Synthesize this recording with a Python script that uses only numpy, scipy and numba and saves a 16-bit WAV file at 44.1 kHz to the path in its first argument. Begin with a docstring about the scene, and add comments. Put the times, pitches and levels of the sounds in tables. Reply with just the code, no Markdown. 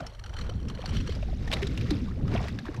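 """A hooked fish thrashes in stony shallows a metre or two below a small camera with one microphone.
Slaps are ragged bursts of noise with a strong note each; bubbles are fading, gliding tones.
Spray and a wash of water mix noise with thousands of tiny droplet tones.
Behind them wind rumbles on the camera's port as filtered noise, and the housing buzzes and ticks
as rough noise through a few resonances."""
import sys
import numpy as np
from scipy import signal
from scipy.fft import rfft, irfft
from scipy.io import wavfile
from scipy.ndimage import uniform_filter1d
from numba import njit

SR = 44100
rng = np.random.default_rng(int(sys.argv[2]) if len(sys.argv) > 2 else 0)


def generate_wav(signal):
    """Clip the signal to [-1, 1] and save it as 16-bit WAV at the path in sys.argv[1]."""
    frames = np.transpose(np.atleast_2d(signal))
    scaled = np.clip(frames, -1, 1) * 32767
    pcm = np.round(scaled).astype(np.int16)
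    wavfile.write(sys.argv[1], SR, pcm)


def magnitude_from_level(level_db):
    """Linear magnitude for a level in decibels (20 dB per decade)."""
    exponent = np.asarray(level_db, float) / 20
    return 10 ** exponent


N = 123479  # length in samples
T = np.arange(N) / SR  # time of every sample in seconds
F = np.arange(8193) * SR / 16384 + 1  # frequencies in Hz at which filters are drawn

# The changing strength of buzz, spray and wash over the whole scene;
# the shares of buzz and spray are set apart from it.
# Each row: time in seconds, treble level in dB, level of the middle relative to the treble in dB.
WATER_LEVELS = [(0, -54.5, 10.5), (0.12, -58.5, 4), (0.21, -59.5, 1), (0.33, -56.5, 6), (0.4, -47.5, 1.5),
                (0.5, -56, 8), (0.6, -59.5, 3.5), (0.83, -52, 4), (0.96, -41, -11.5), (1.04, -50.5, -12),
                (1.11, -44, -4), (1.19, -53, 1.5), (1.36, -56.5, -5.5), (1.53, -47, 5), (1.6, -45.5, 1),
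                (1.72, -49.5, -7), (1.94, -46.5, -3), (2.13, -58, 3), (2.24, -57, -2), (2.34, -45.5, 11.5),
                (2.49, -46.5, 1), (2.515, -51.5, -3.5), (2.635, -56.5, 0.5), (2.67, -54, 9.5),
                (2.8, -58.5, 6.5)]
# The tone colour of spray. Each row: frequency in Hz, relative level in dB per Hz.
SPRAY_COLOUR = [(650, -68), (1100, -4), (2120, -1), (3140, -5.5), (3700, -2.5), (4270, -7), (5250, -7),
                (10500, -32), (15000, -20.5)]
# The spray takes over from the buzz as the fish breaks the surface: start and end in seconds.
SURFACING = 0.82, 1.29


def curve(rows, column):
    """Reads one column of a table at every sample, with straight lines between the rows."""
    table = np.array(rows, float)
    return np.interp(T, table[:, 0], table[:, column])


def unit(x):
    """Scales a sound to rms 1."""
    return x / np.sqrt(np.mean(x ** 2))


def colour(x, gain):
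    """Filters a sound with the gain drawn over F, without any sound ahead of its cause."""
    cepstrum = irfft(np.log(gain + 1e-7))
    half = len(cepstrum) // 2
    # folding the second half onto the first gives the filter with the least delay
    cepstrum[1:half] *= 2
    cepstrum[half + 1:] = 0
    response = irfft(np.exp(rfft(cepstrum)))[:half]
    return signal.fftconvolve(x, response)[:N]


def shape(points):
    """Gain over F of a spectrum given as rows of Hz and dB."""
    table = np.array(points, float)
    return magnitude_from_level(np.interp(np.log(F), np.log(table[:, 0]), table[:, 1], left=-90, right=-90))


def peak(hz, width):
    """Gain over F of one resonance, with its width in Hz."""
    return 1 / np.sqrt(1 + ((F ** 2 - hz ** 2) / (F * width)) ** 2)


def walk(rate):
    """A wandering random level of rms 1: new values at this rate in Hz, smoothed twice."""
    hold = int(SR / rate)
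    steps = rng.standard_normal(2000)[np.arange(N) // hold]
    return unit(uniform_filter1d(uniform_filter1d(steps, hold), hold))


def burst(peak_s, t60, rise_s):
    """Loudness of one hit: a quick rise to 1 at peak_s, then a fade by 60 dB in t60 seconds."""
    since = np.maximum(T - peak_s + rise_s, 0)
    rise = np.minimum(since / rise_s, 1) ** 2
    fade = np.exp(-np.log(1000) * np.maximum(since - rise_s, 0) / max(t60, .004))
    return rise * fade


@njit
def ring(at, hz, cycles, size, glide):
    """Sum of short fading tones that glide upward."""
    out = np.zeros(N)
    for k in range(len(at)):
        n = cycles[k] * SR / hz[k]
        step, phase = 2 * np.pi * hz[k] / SR, 0.
        for j in range(min(int(3 * n), N - at[k])):
            phase += step * (1 + glide * j / n)
            out[at[k] + j] += size[k] * np.sin(phase) * np.exp(-2 * j / n) * min(j * 5 / n, 1.)
    return out


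def drops(lo_hz, hi_hz, cycles, spread_db, count):
    """Tiny ringing tones of random time, pitch, size and length; together about as even as white noise."""
    when, pitch, luck, length = rng.random((count, 4)).T
    hz = lo_hz * (hi_hz / lo_hz) ** pitch
    size = hz * magnitude_from_level(-spread_db * np.log(luck + .015))
    return unit(ring((when * N).astype(np.int64), hz, cycles * (.5 + length), size, 0.15))


def hits(rows, broad, rise_s, t60, q, note_db):
    """Short bursts of a broad noise, each with one strong note made by a narrow filter."""
    note, out = rng.standard_normal(N), np.zeros(N)
    for start_s, db, hz in rows:
        span = slice(max(int((start_s - .02) * SR), 0), int((start_s + .15) * SR))
        env = burst(start_s + rise_s, t60, rise_s)[span]
        tone = unit(signal.lfilter(*signal.iirpeak(hz, q, fs=SR), note[span]))
        hit = env * (broad[span] + magnitude_from_level(note_db) * tone)
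        even = np.sqrt(np.sum(env ** 2) / np.sum(hit ** 2))
        out[span] += magnitude_from_level(db - 9) * hit * even  # 9 dB: noise peaks stand above its rms
    return out


def wind():
    """Eddies on the port: a deep and a fluttering upper rumble, both held close to the gust's strength."""
    # The gusts. Each row: time in seconds, level of the deep rumble in dB,
    # level of the upper rumble relative to the deep one in dB.
    gusts = [(0, -44.5, 7.5), (0.15, -43.5, -20.5), (0.35, -36, -9.5), (0.53, -30, -10.5), (0.68, -36, 0),
             (0.83, -40, -3.5), (0.96, -26, -2), (1.05, -35.5, -0.3), (1.2, -29, -10.5), (1.6, -33, -2),
             (1.88, -31.5, 2), (2.1, -35, -3), (2.33, -28.5, 2.5), (2.45, -34, -4), (2.56, -39.5, 6.5),
             (2.62, -56.5, 12.5), (2.68, -37.5, -11.5), (2.8, -50.5, 19)]
    # Tone colours of the two rumbles. Each row: frequency in Hz, relative level in dB per Hz.
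    deep_colour = [(11, -19), (18, 6), (43, 6), (63, 8), (110, -2.5), (140, -14.5), (240, -120)]
    # Each row: frequency in Hz, relative level in dB per Hz.
    upper_colour = [(53, -22), (105, 0), (194, -5), (281, -12.5), (520, -24), (680, -38), (1140, -120)]

    def even_out(x):
        """Removes slow swells, so that the gusts alone set the level."""
        return unit(x / np.sqrt(uniform_filter1d(x ** 2, SR // 8)))

    deep = even_out(colour(rng.standard_normal(N), shape(deep_colour)))
    flutter = rng.standard_normal(N) * magnitude_from_level(3.1 * walk(29.66))
    upper = even_out(colour(flutter, shape(upper_colour)))
    return magnitude_from_level(curve(gusts, 1)) * (deep + magnitude_from_level(curve(gusts, 2)) * upper)


def housing():
    """Loose parts buzz in bursts and tick; all ring the same resonances."""
    # Resonances of the housing. Each row: frequency in Hz, width in Hz, relative level in dB.
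    resonances = [(1420, 1250, 4.5), (3064, 330, 6), (4270, 430, 3.5), (5740, 270, 2), (7700, 3700, -18)]
    # Ticks. Each row: start in seconds, rough peak level in dB, strongest frequency in Hz.
    tick_list = [(0.0637, -28.5, 5420), (0.147, -41, 1260), (0.2372, -32, 1440), (0.2595, -32, 1324),
                 (0.2915, -36, 1390), (0.336, -33.5, 1270), (0.365, -31, 1340), (0.3863, -28, 1170),
                 (0.41, -29.5, 4150), (0.683, -32.5, 5580), (0.697, -28.5, 1060), (0.747, -36, 4140),
                 (0.815, -34, 3320), (0.8564, -23.5, 4350), (0.8745, -36, 1470), (0.9657, -27.5, 3200),
                 (1.0007, -31.5, 2630), (1.092, -31, 3220), (1.1205, -31.5, 3080), (1.1488, -34.5, 4900)]
    gain = sum(magnitude_from_level(db) * peak(hz, width) ** 2 for hz, width, db in resonances)
    rattle = rng.standard_normal(N) * magnitude_from_level(1.0 * walk(39.6) + 8.1 * walk(170))
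    grain = rattle + 0.83 * drops(970, 8660, 14.0, 5.1, count=4000)
    buzz = unit(colour(grain, gain)) * magnitude_from_level(curve(WATER_LEVELS, 1))
    buzz = buzz * np.interp(T, SURFACING, [.9, 0])
    broad = unit(colour(rng.standard_normal(N), gain))
    ticks = hits(tick_list, broad, rise_s=0.0027, t60=0.036, q=27.0, note_db=0.038)
    return buzz + ticks


def wash():
    """Fine spray and droplets above, sloshing and small bubbles in the middle; a faint steady background hiss."""
    mist = .8 * rng.standard_normal(N) * magnitude_from_level(3.5 * walk(90))
    fine = mist + drops(1050, 11100, 7.5, 3.8, count=8000)
    spray = unit(colour(fine, shape(SPRAY_COLOUR)))
    spray = spray * np.interp(T, SURFACING, magnitude_from_level(np.array([-12., -2.5])))
    swill = rng.standard_normal(N) * magnitude_from_level(3 * walk(80))
    slosh = swill + drops(336.7, 4095, 6.44, 5.76, count=3000)
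    low_cut = F / np.hypot(F, 400)
    slosh = unit(colour(slosh, peak(420, 956) ** 2 * low_cut))
    hiss = unit(colour(rng.standard_normal(N), peak(3500, 8000))) * magnitude_from_level(-74.0)
    return magnitude_from_level(curve(WATER_LEVELS, 1)) * (spray + magnitude_from_level(curve(WATER_LEVELS, 2)) * slosh) + hiss


def bubbles():
    """Trapped air rings as a fading, gliding tone."""
    # Each row: time of the peak in seconds, level in dB, starting pitch in Hz,
    # time to fade by 60 dB in seconds, glide in octaves per second.
    bubble_list = [(0.008, -30.5, 650, 0.031, 2.5), (0.494, -32, 503, 0.029, 16),
                   (0.794, -30, 478, 0.023, -16), (1.33, -35.5, 600, 0.031, -19),
                   (1.094, -25, 456, 0.018, 28), (1.229, -32.5, 665.5, 0.039, -11),
                   (1.287, -40.5, 715, 0.066, 8), (1.532, -25.5, 507, 0.037, -1),
                   (1.627, -24.5, 364, 0.13, 6.5), (1.914, -19.5, 298.2, 0.15, -1),
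                   (2.023, -26, 236.3, 0.24, -4.5), (2.632, -31, 215, 0.14, 6),
                   (2.691, -24.5, 300, 0.051, -8)]
    out = np.zeros(N)
    for peak_s, db, hz, t60, glide in bubble_list:
        pitch = hz * 2 ** (glide * np.clip(T - peak_s, 0, t60))
        pitch = pitch * (1 + 0.04824 * walk(90))  # a slight wobble
        tone = np.sin(2 * np.pi * np.cumsum(pitch) / SR)
        out += magnitude_from_level(db) * burst(peak_s, t60, rise_s=0.005) * tone
    return out


def slaps():
    """Slaps and drops: ragged bursts of spray with one strong cavity note."""
    # Each row: start in seconds, rough peak level in dB, strongest frequency in Hz.
    slap_list = [(0.002, -29, 1460), (1.2235, -33.5, 2540), (1.473, -27, 1860), (1.5126, -20, 1930),
                 (1.5237, -18, 2480), (1.5312, -15.5, 3720), (1.5648, -26, 1980), (1.6173, -27, 2070),
                 (1.6256, -24, 1840), (1.6661, -26, 3680), (1.7725, -25, 2850), (1.808, -29.5, 2570),
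                 (1.857, -38, 1170), (1.9031, -20.5, 3950), (2.277, -31, 1300), (2.336, -29.5, 2220),
                 (2.4803, -27.5, 1960), (2.585, -26.5, 1684), (2.6517, -29.5, 1110), (2.704, -47, 2020),
                 (2.741, -31.5, 1090), (2.761, -39, 5900)]
    ragged = rng.standard_normal(N) * magnitude_from_level(4 * walk(400))
    splash = ragged + drops(1294, 11500, 4.3, 8.5, count=9000)
    gain = shape(SPRAY_COLOUR) * peak(3500, 10000) + magnitude_from_level(4.5) * peak(700, 610) ** 2
    broad = unit(colour(splash, gain))
    return hits(slap_list, broad, rise_s=0.0037, t60=0.044, q=13.3, note_db=1.0)


def scene():
    """One microphone feeds both channels."""
    mono = wind() + housing() + wash() + bubbles() + slaps()
    return np.tile(mono, (2, 1))


def top_cut(x):
    """Nothing passes above the cut-off."""
    return signal.sosfilt(signal.butter(12, 15570, fs=SR, output="sos"), x)


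def record(dry):
    """The microphone rolls off at the very top, above 13500 Hz."""
    roll_off = signal.butter(4, 13500, fs=SR, output="sos")
    mix = signal.sosfilt(roll_off, dry)
    return top_cut(mix)


dry = scene()
out = record(dry)
generate_wav(out)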